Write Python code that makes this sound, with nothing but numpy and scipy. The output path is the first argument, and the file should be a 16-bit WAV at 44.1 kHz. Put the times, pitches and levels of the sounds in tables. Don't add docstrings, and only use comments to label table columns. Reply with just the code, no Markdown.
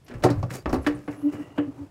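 import sys
import numpy as np
from scipy import signal
from scipy.fft import rfft, irfft
from scipy.io import wavfile

SR = 44100
rng = np.random.default_rng(int(sys.argv[2]) if len(sys.argv) > 2 else 0)


def log_audio(samples):
    frames = np.atleast_2d(samples).T
    limited = np.clip(frames, -1, 1)
    pcm = np.round(limited * 32767).astype(np.int16)
    wavfile.write(sys.argv[1], SR, pcm)


N = 83790


def undb(db):
    return 10 ** (np.asarray(db) / 20)


def unit(x):
    return x / np.sqrt(np.mean(x ** 2))


def clock():
    return np.arange(N) / SR


def bins():
    return np.maximum(np.arange(N // 2 + 1) * SR / N, 1)


def curve(points):
    hz, value = np.array(points).T
    return np.interp(np.log(bins()), np.log(hz), value)


def colour(x, gain):
    return unit(irfft(rfft(x) * gain, N))


def noise(gain):
    return colour(rng.standard_normal(N), gain)


def wander(rate_hz):
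    return noise(np.exp(-(bins() / rate_hz) ** 2) * (bins() > 1))


def fade(t60_s):
    return np.exp(-np.log(1000) * clock() / max(t60_s, 1e-3))


def swell(start_s, length_s):
    return np.sin(np.pi * np.clip((clock() - start_s) / length_s, 0, 1)) ** 2


def add(out, start_s, x):
    i = max(int(start_s * SR), 0)
    out[i:] += x[:N - i]


def minimum_phase(gain):
    cepstrum = irfft(np.log(unit(gain) + 1e-4), N)
    cepstrum[1:N // 2] *= 2
    cepstrum[N // 2 + 1:] = 0
    return np.exp(rfft(cepstrum))


def burst(gain, decay, crack_db):
    crack_tau_s = 0.00079
    spectrum = rfft(rng.standard_normal(N))
    dense_ring = sum(irfft(spectrum * band, N) * envelope for band, envelope in decay)
    crack = undb(crack_db) * rng.standard_normal(N) * np.exp(-clock() / crack_tau_s)
    return irfft(rfft(dense_ring + crack) * minimum_phase(gain), N)


def ring(modes, rise_s, pitch=1, sustain=1, scatter=0.0037):
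    t = clock()
    detune = pitch * (1 + scatter * rng.standard_normal(len(modes)))
    out = np.zeros(N)
    for k, (hz, db, t60_s) in enumerate(modes):
        sign = (-1) ** k
        out += sign * undb(db) * fade(t60_s * sustain) * np.sin(2 * np.pi * hz * detune[k] * t)
    return (1 - np.exp(-t / rise_s)) ** 2 * out


def knocks(decay, body):
    # t/s, clatter/dB, contact cut-off f/Hz, metal edge/dB, frame ring/dB, panel ring/dB,
    # panel pitch ratio, ring length ratio
    blows = [(0.2378, -18.5, 1660, -29, -32, -52, 1.7, 0.86),
             (0.2443, -24.5, 990, -33, -14, -44, 0.61, 0.89), (0.2519, -20.5, 880, -58, -26, -27, 1.06, 1),
             (.263, -19, 923, -61, -26, -37, 0.71, 0.69),
             (0.3026, -26.5, 1100, -41, -33, -14.5, 0.95, 0.35),
             (0.4292, -27, 905, -54.5, -42, -31.5, 0.97, 0.75),
             (.658, -22.5, 1610, -71, -33, -24.5, 0.95, 0.7),
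             (.678, -34, 1300, -81, -33.5, -28, 0.98, 0.55), (0.698, -30.5, 1304, -71, -62, -32, .75, 0.61),
             (.7285, -22, 1450, -41.5, -24.5, -13.5, 0.9, 0.49),
             (0.7417, -24.5, 1000, -43.5, -30, -15.5, 0.91, 0.67),
             (.758, -31.5, 1500, -51, -36, -29, 1, 0.78), (0.8644, -25.5, 3720, -44, -41, -12.5, 1.005, 1),
             (.869, -22.5, 2610, -37.5, -39, -47, .84, 0.54),
             (1.078, -31, 1680, -60.5, -39.5, -25, .99, 0.72), (1.085, -32, 1650, -64, -50, -25, 1, 0.28),
             (1.5766, -37, 2200, -76, -35, -30, .992, 0.57),
             (1.5811, -25.5, 2000, -59, -48, -13.5, 1.002, 0.94)]
    # f/Hz, level/dB per Hz
    clatter_points = [(40, -15), (100, -4.5), (190, 3.5), (270, -3.5), (400, 0), (550, 6.5), (800, -1),
                      (1050, -4), (1900, -7), (3000, -9), (5000, -21.5), (16000, -7.5)]
    # f/Hz, level/dB per Hz
    edge_points = [(500, -35), (2500, 6), (3400, 2.5), (4400, 8.5), (5500, 2.5), (7000, -0.5),
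                   (11000, -4.5), (15500, -13)]
    # f/Hz, level/dB, t60/s
    frame_modes = [(298.9, -5.5, 0.41), (374.7, 3, 0.22), (426.6, -13, 0.33), (492.6, -4, 0.17),
                   (667, -11.5, 0.18), (782, -0.5, 0.11), (909, -7, 0.2), (1115, -13, 0.13),
                   (1311, -25, 0.23), (1396, -22.5, 0.16), (1890, -26, 0.17)]
    # f/Hz, level/dB, t60/s
    panel_modes = [(293, 0.5, 0.27), (360, -18.5, 0.34), (465, -13.5, 0.27), (555.4, -18.5, 0.18),
                   (586.5, -20.5, 0.29), (1054, -37.5, 0.2), (1740, -26, 0.067)]
    frame_rise_s, panel_rise_s, frame_pitch = 0.0012, 0.0031, 0.97
    contact_order = 4.4
    crack_db = 2.5
    out = np.zeros(N)
    for start_s, db, cut_hz, edge_db, frame_db, panel_db, panel_pitch, sustain in blows:
        contact = 1 / np.sqrt(1 + (bins() / cut_hz) ** contact_order)
        clatter = undb(db) * unit(undb(curve(clatter_points)) * contact)
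        edge = undb(edge_db) * unit(undb(curve(edge_points)))
        level = np.hypot(undb(db), undb(edge_db))
        blow = level * burst(np.hypot(clatter, edge) * body, decay, crack_db)
        blow += undb(frame_db) * ring(frame_modes, frame_rise_s, frame_pitch, sustain)
        blow += undb(panel_db) * ring(panel_modes, panel_rise_s, panel_pitch, sustain)
        add(out, start_s, blow)
    return out


def ticks(decay, body):
    # t/s, level/dB, centre f/Hz, width (sigma)/octaves, dry crack re ring/dB
    contacts = [(0.046, -61.5, 11600, 0.17, -10), (0.0648, -57.5, 3300, .7, -7),
                (.0817, -46.5, 1460, 1.39, -9), (.096, -65, 2830, 0.71, 0), (.112, -46, 1300, 1, 4),
                (0.1385, -54, 3030, 1.07, -8), (0.1393, -52, 1770, 0.15, 9), (0.224, -48, 3020, 0.64, 6),
                (.288, -31, 1180, 0.74, -17), (.3035, -40.5, 4540, 0.2, -1), (.3022, -52, 8200, 0.22, -2),
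                (0.428, -52, 4730, .36, 14), (.429, -51, 1930, 0.78, 3), (0.493, -47.5, 1044, 0.63, -17),
                (.505, -36.5, 1530, 0.88, -22), (.547, -45, 7300, 0.88, -8), (0.6577, -42.5, 2210, 0.75, 0),
                (0.6947, -49.5, 5170, 0.36, 8), (0.7305, -42.5, 9800, 0.87, -14),
                (0.8464, -46.5, 1500, 0.81, -5), (0.8645, -39.5, 3430, 0.3, 9),
                (.864, -28.5, 1816, 0.21, 8.5), (0.949, -54.5, 9000, 0.13, -11),
                (1.099, -59, 1920, 0.47, -5), (1.1271, -48.5, 1650, 0.49, 11),
                (1.325, -52.5, 2150, 1.6, -10), (1.582, -40, 2890, 0.15, -5.5)]
    out = np.zeros(N)
    for start_s, db, hz, octaves, crack_db in contacts:
        band = np.exp(-.5 * (np.log2(bins() / hz) / octaves) ** 2)
        add(out, start_s, undb(db) * burst(body * band, decay, crack_db))
    return out


def thumps():
    # t/s, level/dB, f/Hz
    blows = [(0.146, -28, 114.3), (0.239, -14, 124.3), (0.304, -18.5, 119.6), (0.371, -17.5, 98),
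             (0.428, -19.5, 124), (.505, -27.5, 127.2), (0.659, -24.5, 60), (0.711, -27, 49),
             (0.727, -29.5, 119), (0.775, -25.5, 73), (0.865, -34.5, 111), (0.941, -33.5, 129),
             (1.085, -35.5, 115.6), (1.335, -39, 116), (1.581, -31, 117), (1.667, -36, 115.7),
             (1.802, -35, 95.8)]
    # ratio to the thump's f, level/dB, t60/s
    tray_modes = [(.78, -11, 0.24), (1, 1.5, 0.22), (1.35, -5, .14)]
    out = np.zeros(N)
    for start_s, db, hz in blows:
        add(out, start_s, undb(db) * ring(tray_modes, rise_s=0.005, pitch=hz))
    return out


def judders(waver=0.011):
    # start t/s, length/s, level/dB, mean f/Hz
    slips = [(0.073, 0.12, -38, 245), (1.164, 0.057, -34.5, 293), (1.218, 0.1, -15, 293.6),
             (1.287, 0.1, -36, 295.8), (1.372, 0.068, -26.5, 293), (1.655, 0.065, -28.5, 268.1),
             (1.767, 0.1, -31.5, 284.2)]
    # multiple of f, level re fundamental/dB
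    harmonics = [(2, -26), (3, -43), (4, -55)]
    out = np.zeros(N)
    drift = 1 + waver * wander(30)
    for start_s, length_s, db, hz in slips:
        phase = 2 * np.pi * np.cumsum(hz * drift) / SR
        overtones = sum(undb(h_db) * np.sin(round(k) * phase) for k, h_db in harmonics)
        out += undb(db) * swell(start_s, length_s) * (np.sin(phase) + overtones)
    return out


def scrapes(body, grain_db=3.0, grain_rate_hz=350):
    # start t/s, attack/s, hold/s, release t60/s, grind/dB, hiss/dB
    drags = [(0.093, 0.013, 0.053, 0.13, -41, -67), (0.22, 0.016, 0.0014, 0.014, -29.5, -46),
             (0.498, 0.009, 0.06, 0.2, -39, -45), (0.533, 0.0045, 0.0083, 0.11, -81, -47.5),
             (0.812, 0.026, 0.044, 0.49, -54, -56.5), (0.956, 0.012, 0.027, 0.94, -50.5, -65),
             (1.101, 0.016, 0.022, 0.18, -48.5, -58), (1.313, 0.017, 0.019, 0.19, -39, -58.5),
             (1.375, 0.027, 0.026, 0.19, -47.5, -60.5)]
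    # f/Hz, level/dB per Hz
    grind_points = [(60, -7), (280, 10), (550, 4), (900, -9.5), (1700, -10.5), (2800, -14), (6000, -74)]
    # f/Hz, level/dB per Hz
    hiss_points = [(800, 0.5), (3400, -9.5), (4800, -7.5), (6800, -7), (10000, -10.5), (15500, -16.5)]

    def grains(points):
        rough = rng.standard_normal(N) * undb(grain_db * wander(grain_rate_hz))
        return colour(rough, body * undb(curve(points)))

    grind, hiss = grains(grind_points), grains(hiss_points)
    out, t = np.zeros(N), clock()
    for start_s, attack_s, hold_s, t60_s, grind_db, hiss_db in drags:
        rise = np.clip((t - start_s) / attack_s, 0, 1)
        release = np.exp(-np.log(1000) * np.maximum(t - start_s - attack_s - hold_s, 0) / t60_s)
        out += rise * release * (undb(grind_db) * grind + undb(hiss_db) * hiss)
    return out


def seal_rub(grain_db=2):
    # t/s, level/dB
    track = [(0, -73), (.07, -55.5), (.3, -42), (.6, -54.5), (.645, -64), (.7, -38), (.8, -43.5),
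             (1.03, -61), (1.25, -45), (1.45, -47), (1.56, -48.5), (1.73, -49.5), (1.83, -47), (1.9, -58)]
    # f/Hz, level/dB per Hz
    rub_points = [(40, -25), (110, 11.5), (190, -3.5), (300, 8.5), (450, 0.5), (700, -3), (1300, -10),
                  (1700, -18.5), (2500, -20.5), (3700, -29.5), (7000, -29.5), (15500, -39.5)]
    level_db = np.interp(clock(), *np.array(track).T) + grain_db * wander(68)
    return undb(level_db) * noise(undb(curve(rub_points)))


def seal_squeals(catch_db=2):
    # start t/s, length/s, level/dB, f at mid-length/Hz, glide/(Hz/s), width/Hz
    lip_tones = [(.81, 0.036, -62, 11100, -0.5, 200), (1.037, 0.098, -69, 10600, 14994, 152),
                 (1.099, 0.19, -67, 10300, 6003, 224), (1.16, .12, -68.5, 11400, 2999, 456),
                 (1.16, .14, -71, 13400, 2500, 223), (0.519, .1, -57, 6700, 5, 200),
                 (0.527, 0.104, -59.5, 4650, -2, 200), (1.108, 0.58, -64.5, 2843, 0.5, 190),
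                 (1.202, 0.38, -61, 1956, 0.5, 70)]
    out, t = np.zeros(N), clock()
    for start_s, length_s, db, hz, glide, width_hz in lip_tones:
        phase = 2 * np.pi * np.cumsum(hz + glide * (t - start_s - length_s / 2)) / SR
        catch = undb(catch_db * wander(25))
        tone = wander(width_hz) * np.sin(phase) + wander(width_hz) * np.cos(phase)
        out += undb(db) * np.sqrt(swell(start_s, length_s)) * unit(catch * tone)
    return out


def resonances():
    # f/Hz, width/Hz, level/dB
    body_modes = [(775, 29, 2.5), (1147, 52, 7), (1318, 89, 4.5), (1494, 35, 2.5), (1709, 55, 7.5),
                  (4200, 49, -3.5), (4770, 90, 1.5), (5140, 69, 7)]
    ripple_db, ripple_width_hz, ripple_full_hz = 2, 79, 4020
    lag_window = np.exp(-(2 * clock() * ripple_width_hz) ** 2)
    ripple = unit(rfft(rng.standard_normal(N) * lag_window).real)
    peaks_db = sum(db / (1 + (2 * (bins() - hz) / width_hz) ** 2) for hz, width_hz, db in body_modes)
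    return undb(peaks_db + ripple_db * ripple * np.clip(bins() / ripple_full_hz, 0, 1))


def room_decay():
    # f/Hz, t60/s
    room_t60 = [(100, 1), (400, 0.31), (1500, 0.3), (5000, 0.2), (15000, 0.063)]
    ring_t60_s, tail_db = 0.076, -10.5
    decay = []
    for hz, t60_s in room_t60:
        band = curve([(f, float(f == hz)) for f, _ in room_t60])
        decay.append((band, np.hypot(fade(ring_t60_s), undb(tail_db) * fade(t60_s))))
    return decay


def rumbles():
    # start t/s, length/s, level/dB
    shakes = [(0.082, 0.22, -43), (.23, 0.29, -35), (0.628, 0.17, -34), (.75, 0.29, -44)]
    # f/Hz, level/dB per Hz
    rumble_points = [(20, -3), (35, -5), (65, 5), (100, -6), (200, -30), (1000, -56)]
    envelope = sum(undb(db) * swell(start_s, length_s) for start_s, length_s, db in shakes)
    return noise(undb(curve(rumble_points))) * envelope


def room_floor():
    # f/Hz, level/dB per Hz
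    floor_points = [(25, -18), (110, 9.5), (300, -17), (1000, -20), (4000, -28.5), (10000, -34.5),
                    (15500, -45)]
    floor_db = -55.5
    return undb(floor_db) * noise(undb(curve(floor_points)))


def scene():
    decay, body = room_decay(), resonances()
    door = knocks(decay, body) + ticks(decay, body) + thumps() + judders()
    door += scrapes(body) + seal_rub() + seal_squeals() + rumbles()
    return (door + room_floor())[None]


def record(dry):
    top_hz = 15750
    return signal.sosfilt(signal.ellip(10, .2, 80, top_hz, fs=SR, output="sos"), dry)


dry = scene()
out = record(dry)
log_audio(out)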